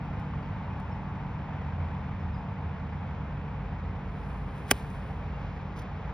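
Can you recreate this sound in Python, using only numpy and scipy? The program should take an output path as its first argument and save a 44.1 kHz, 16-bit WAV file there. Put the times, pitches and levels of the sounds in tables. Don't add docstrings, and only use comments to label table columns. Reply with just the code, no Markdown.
import sys
import numpy as np
from scipy import signal
from scipy.fft import rfft, irfft, next_fast_len
from scipy.io import wavfile
from scipy.ndimage import map_coordinates

SR = 44100
rng = np.random.default_rng(int(sys.argv[2]) if len(sys.argv) > 2 else 0)


def master_out(mix):
    frames = np.transpose(np.atleast_2d(mix))
    ceiling = np.clip(frames, -1, 1)
    pcm = np.round(ceiling * 32767).astype(np.int16)
    wavfile.write(sys.argv[1], SR, pcm)


N = 270485
T = np.arange(N) / SR


def amp(db):
    return 10 ** (np.asarray(db) / 20)


def unit(x):
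    return x / np.sqrt(np.mean(x ** 2) + 1e-20)


def wobble(rate_hz):
    knots = rng.standard_normal(int(N * rate_hz / SR) + 4)
    return map_coordinates(knots, [T * rate_hz])


def filtered(x, response):
    size = next_fast_len(N + SR // 2)
    hz = np.fft.rfftfreq(size, 1 / SR)
    return irfft(rfft(x, size) * response(hz), size)[..., :N]


def coloured(x, spectrum):
    points_hz, points_db = np.transpose(spectrum)
    return filtered(x, lambda hz: amp(np.interp(np.log(hz + 1), np.log(points_hz), points_db)))


def noise(spectrum):
    return unit(coloured(rng.standard_normal(N), spectrum))


def burst(peak_s, rise_s, t60_s):
    return amp(-60 * np.maximum((peak_s - T) / rise_s, (T - peak_s) / t60_s))


def ring(modes, start_s):
    t = np.maximum(T - start_s, 0)
    total = np.zeros(N)
    for k, (hz, db, t60_s) in enumerate(modes):
        total += (-1) ** k * amp(db - 60 * t / t60_s) * np.sin(2 * np.pi * hz * t)
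    return total


def swell(peak_s, width_s):
    return 1 / np.hypot(1, (T - peak_s) / width_s)


# (frequency [Hz], relative density [dB/Hz])
TYRE_SPECTRUM = [(150, -0.5), (340, -9), (460, -3), (620, -4.5), (850, 0), (1300, -7), (1800, -10.5),
                 (2400, -14.5), (3500, -25), (4500, -33), (6600, -40), (8500, -69), (12500, -75),
                 (14500, -70.5)]
RUMBLE_SPECTRUM = [(22, -38.5), (32, -20), (43, -3), (70, 8.5), (110, -0.5), (160, -0.5), (220, -13.5),
                   (320, -19), (600, -82.5)]
TYRE_SONG_SPECTRUM = [(550, -26), (780, 4), (900, 9.5), (1050, -0.5), (1500, -12), (2500, -47.5)]
# (frequency [Hz], gain [dB])
TREE_SCATTER = [(300, -16.5), (500, -11.5), (1900, -14.5), (2400, -5), (6500, -15)]
# (peak time [s], level [dB], time to fall 3 dB [s])
TYRE_SONG_SWELLS = [(0.59, -50.5, 1.4), (3.0, -53.5, 0.3)]
TRAFFIC_START_DB, TRAFFIC_FADE_DB_PER_S = -44, .145


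def traffic():
    level = amp(TRAFFIC_START_DB - TRAFFIC_FADE_DB_PER_S * T + .43 * wobble(3.5) + .59 * wobble(120))
    centre = level * noise(TYRE_SPECTRUM) + amp(-43.0) * noise(RUMBLE_SPECTRUM)
    song_power = sum((amp(db) * swell(s, width_s)) ** 2 for s, db, width_s in TYRE_SONG_SWELLS)
    flutter = amp(.8 * wobble(7) + 1.5 * wobble(120))
    centre += np.sqrt(song_power) * flutter * noise(TYRE_SONG_SPECTRUM)
    spread = level * coloured(noise(TYRE_SPECTRUM), TREE_SCATTER)
    spread += amp(-58.5) * noise(RUMBLE_SPECTRUM)
    return np.array([centre + spread, centre - spread])


def mower(cycle_hz, orders, drift, flutter_db):
    turns = np.cumsum(cycle_hz * (1 + drift * wobble(1.498))) / SR
    lines = np.zeros(N)
    for order, db in orders:
        phase_turns = round(order) * turns + rng.random()
        lines += amp(db + flutter_db * wobble(2.8)) * np.sin(2 * np.pi * phase_turns)
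    return np.sqrt(2) * lines


def drone(hz, waver_db):
    return amp(waver_db * wobble(12)) * np.sin(2 * np.pi * (hz * T + .45 * wobble(7)))


# (mower A [Hz], mower B [Hz])
MOWER_CYCLE_HZ = (20.21, 21.27)
# (multiple of cycle rate [1], relative level [dB])
MOWER_A_ORDERS = [(5, -45.5), (6, -62), (7, -46), (9, -46.5), (10, -52), (11, -54), (12, -54.5),
                  (14, -57.5), (16, -64), (19, -69.5), (21, -71), (23, -72.5)]
MOWER_B_ORDERS = [(2, -57), (5, -48.5), (6, -50.5), (7, -43), (8, -62), (9, -49), (10, -73), (12, -62),
                  (13, -62.5), (14, -63)]
MOWER_START_DB, MOWER_FADE_DB_PER_S = 1.03, .62
# (frequency [Hz], relative density [dB/Hz])
WHINE_SPECTRUM = [(300, 4), (385, 9), (430, 15.5), (480, 13.5), (560, 2.5), (750, -41.5)]
LOAD_MID_S, LOAD_RAMP_S = 3.2, .63
BOOM_HZ, BOOM_LOADED_DB, BOOM_GROWS_DB = 53.7, -39, 8
WHINE_LOADED_DB, WHINE_GROWS_DB = -55, 14.5
# (time [s], level [dB])
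EXHAUST_LEVEL = [(0, -40), (1.6, -41.5), (1.8, -29.5), (2.04, -42.5), (2.24, -29.5), (2.45, -42.5),
                 (2.9, -36), (3.6, -42.5), (3.86, -34), (4.1, -43.5), (5.3, -40), (6.1, -47.5)]
EXHAUST_HZ = 81.5


def engines():
    mowers = mower(MOWER_CYCLE_HZ[0], MOWER_A_ORDERS, drift=.0015, flutter_db=1.0)
    mowers += mower(MOWER_CYCLE_HZ[1], MOWER_B_ORDERS, drift=.003, flutter_db=1.5)
    mowers *= amp(MOWER_START_DB - MOWER_FADE_DB_PER_S * T)
    slack = np.clip(.5 - (T - LOAD_MID_S) / LOAD_RAMP_S, 0, 1)
    boom = amp(BOOM_LOADED_DB - BOOM_GROWS_DB * slack) * drone(BOOM_HZ, waver_db=3.0)
    whine = amp(WHINE_LOADED_DB - WHINE_GROWS_DB * slack) * noise(WHINE_SPECTRUM)
    exhaust_gain = amp(np.interp(T, *np.transpose(EXHAUST_LEVEL)))
    return mowers + boom + whine + exhaust_gain * drone(EXHAUST_HZ, waver_db=2.0)


# (frequency [Hz], relative density [dB/Hz])
LEAF_SPECTRUM = [(1500, -9.5), (3300, 4), (5500, -3.5), (6800, -12), (8500, -30)]
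BREEZE_PEAK_S, BREEZE_DB, BREEZE_WIDTH_S = 5.6, -70, .49


def leaves():
    level = amp(BREEZE_DB + 1.5 * wobble(12))
    return level * swell(BREEZE_PEAK_S, BREEZE_WIDTH_S) * noise(LEAF_SPECTRUM)


# (time [s], frequency [Hz], level [dB])
KNOCKS = [(0.089, 810, -32), (0.337, 1080, -32), (0.683, 950, -32), (0.93, 820, -32), (1.178, 860, -32.5)]


def knocks():
    total = np.zeros(N)
    for s, hz, db in KNOCKS:
        total += amp(db) * burst(s, rise_s=.005, t60_s=.018) * np.sin(2 * np.pi * hz * (T - s))
    return total


# (time [s], length [s], starting pitch [Hz], fall as share of pitch [1], level [dB])
BIRD_NOTES = [(0.42, .02, 4570, .05, -65), (0.902, .04, 5500, .14, -65.5), (2.19, .032, 5570, .2, -69),
              (2.33, .032, 5090, .13, -63), (2.355, .05, 5050, 0, -72), (5.25, .06, 2600, -.04, -59),
              (5.315, .06, 2730, -.02, -58), (5.385, .08, 2890, -.12, -63)]
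FLICKER_COUNT, FLICKER_MAX_DB = 26, -65
WOOD_DB, WOOD_T60_S = -4.5, .7


def whistles():
    flickers = []
    for a, b, c, d in rng.random((FLICKER_COUNT, 4)):
        flickers.append((6.1 * a, .02 + .04 * b, 2600 + 2400 * c, .3 * d - .1, FLICKER_MAX_DB - 12 * c))
    notes = np.zeros(N + SR)
    for s, length_s, hz, fall, db in BIRD_NOTES + flickers:
        u = np.linspace(0, 1, int(length_s * SR))
        turns = np.cumsum(hz * (1 - fall * u ** 3)) / SR
        envelope = np.sin(np.pi * u ** 1.3) ** 2
        notes[int(s * SR):][:len(u)] += amp(db) * envelope * np.sin(2 * np.pi * turns)
    tail = rng.standard_normal(SR) * amp(-60 * T[:SR] / WOOD_T60_S)
    echo = signal.fftconvolve(notes, tail / np.linalg.norm(tail))[:N]
    return notes[:N] + amp(WOOD_DB) * echo


# (frequency [Hz], relative density [dB/Hz])
GRASS_SPECTRUM = [(1000, -7.5), (3000, 5.5), (5500, 7), (7000, -2), (8500, -6), (10700, -3), (12500, -8),
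                  (15500, -8)]
STALK_SPECTRUM = [(1000, -9), (5000, 5), (11000, -4), (15500, -7)]
# (time [s], length [s], level [dB])
SCUFFS = [(0.04, 0.11, -75), (0.198, .06, -71), (0.42, .2, -78), (5.395, .03, -75), (5.54, .03, -74),
          (5.763, 0.03, -55.5), (5.787, .035, -58.5)]
SCUFF_EASE = 5.7
# (time [s], relative level [dB])
SNAPS = [(0.8012, -54.5), (4.903, -52), (5.108, -59), (5.397, -66)]


def footwork():
    pressure = np.zeros(N)
    for s, length_s, db in SCUFFS:
        press = burst(s, rise_s=.014, t60_s=SCUFF_EASE * length_s)
        release = burst(s + length_s, rise_s=20, t60_s=.17)
        pressure += amp(db) * press * release
    crackle = unit(amp(2.5 * wobble(170) + 3.5 * wobble(1100)) * noise(GRASS_SPECTRUM))
    snaps = sum(amp(db - 2) * burst(s, rise_s=.003, t60_s=.009) for s, db in SNAPS)
    return pressure * crackle + snaps * noise(STALK_SPECTRUM)


# (frequency [Hz], relative density [dB/Hz])
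SWISH_SPECTRUM = [(300, -20.5), (1000, 7), (3000, 4), (6000, -6), (9000, -5.5), (12000, -9.5),
                  (15500, -15.5)]
# (fastest moment [s], level [dB], 60 dB rise [s], 60 dB fall [s])
STROKES = [(4.29, -66, 1, 1.5), (4.59, -63.5, .5, 0.2), (4.688, -50.5, 0.06, 0.34), (4.745, -54, .5, 0.36),
           (4.785, -55, .5, 0.4), (4.95, -61.5, .9, 0.4), (5.08, -67.5, 1, 0.8)]


def swing():
    power = sum((amp(db) * burst(s, rise_s, fall_s)) ** 2 for s, db, rise_s, fall_s in STROKES)
    folds = amp(.5 * wobble(60) + 1.2 * wobble(600))
    return np.sqrt(power) * folds * noise(SWISH_SPECTRUM)


IMPACT_S = 4.71227
# (frequency [Hz], relative density [dB/Hz])
DIVOT_SPECTRUM = [(120, 4), (400, 6), (1000, -1), (2100, 4), (3300, 0), (4000, -8), (5500, -4), (8000, -6),
                  (10500, -5), (15500, -7), (18000, -35)]
DIG_IN_S, DIG_OUT_S, DIVOT_DB = .002, .007, -26.6


def divot():
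    entry = burst(IMPACT_S - DIG_IN_S, rise_s=.012, t60_s=20)
    leaving = burst(IMPACT_S + DIG_OUT_S, rise_s=20, t60_s=.008)
    return amp(DIVOT_DB) * entry * leaving * noise(DIVOT_SPECTRUM)


# (frequency [Hz], relative density [dB/Hz])
TURF_SPECTRUM = [(150, -6), (500, -3), (1500, 0), (3200, 2), (4100, -7), (5700, 0), (8000, -2), (10000, 2),
                 (12000, 0), (15500, 0), (18000, -30)]
# (frequency [Hz], level [dB], t60 [s])
CLUB_MODES = [(1590, -10.8, .0141), (2080, -22.4, .0157), (2310, -9.9, .0143), (2600, -22, .0233),
              (2970, -20.5, .023), (3340, -12.8, .0106), (4940, -19.7, .0193), (5650, -17.4, .0115),
              (6270, -16.1, .0114), (6680, -22.8, .0143), (7300, -16.8, .0095), (9830, -15.4, .0079),
              (10480, -26.1, .008)]
CRACK_MODES = [(1860, .5, .0017), (2220, -2.8, .0072), (5850, -19.8, .0019), (9950, -11.6, .002)]
SOIL_MODES = [(160, -24.7, .063), (250, -21.7, .052), (405, -20.8, .055), (570, -19.9, .031),
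              (730, -13, .0133), (1160, -29.5, .052)]


def strike():
    turf = amp(-17) * burst(IMPACT_S, rise_s=.014, t60_s=.02) * noise(TURF_SPECTRUM)
    click = ring(CLUB_MODES, IMPACT_S)
    crack = ring(CRACK_MODES, IMPACT_S + .000375)
    thud = ring(SOIL_MODES, IMPACT_S + .00091)
    return turf + click + crack + thud


def scene():
    background = traffic() + engines() * amp([[-.3], [.3]]) + leaves() + knocks() + whistles()
    return background + footwork() + swing() + divot() + strike()


# (frequency [Hz], level [dB])
PORT_BALANCE = [(100, 0), (300, -.5), (750, 1.2), (1150, 2), (1650, 0), (2400, -3.8), (3200, 2),
                (3800, -.3), (5000, .2)]
# (frequency [Hz], phase [rad])
PORT_PHASE = [(0, 0), (2000, 0), (2400, .6), (2780, 2), (3600, .6), (4200, .8), (4900, .4), (5500, .8),
              (6400, 2.1), (7300, 3.14), (8200, 3.8), (9800, 6.1), (11800, 7.2), (13500, 9.4),
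              (15500, 11.6)]
LOW_CUT_HZ, TOP_HZ = 33, 15700


def record(dry):
    def log_ratio(hz):
        level = np.log(amp(np.interp(hz, *np.transpose(PORT_BALANCE))))
        return level + 1j * np.interp(hz, *np.transpose(PORT_PHASE))

    pair = filtered(dry, lambda hz: np.exp(np.array([log_ratio(hz), -log_ratio(hz)]) / 2))
    pair = signal.sosfilt(signal.butter(4, LOW_CUT_HZ, "high", fs=SR, output="sos"), pair)
    rounded = pair / (1 + (pair / .8) ** 6) ** (1 / 6)
    return filtered(rounded, lambda hz: 1 / np.sqrt(1 + (hz / TOP_HZ) ** 200))


dry = scene()
out = record(dry)
master_out(out)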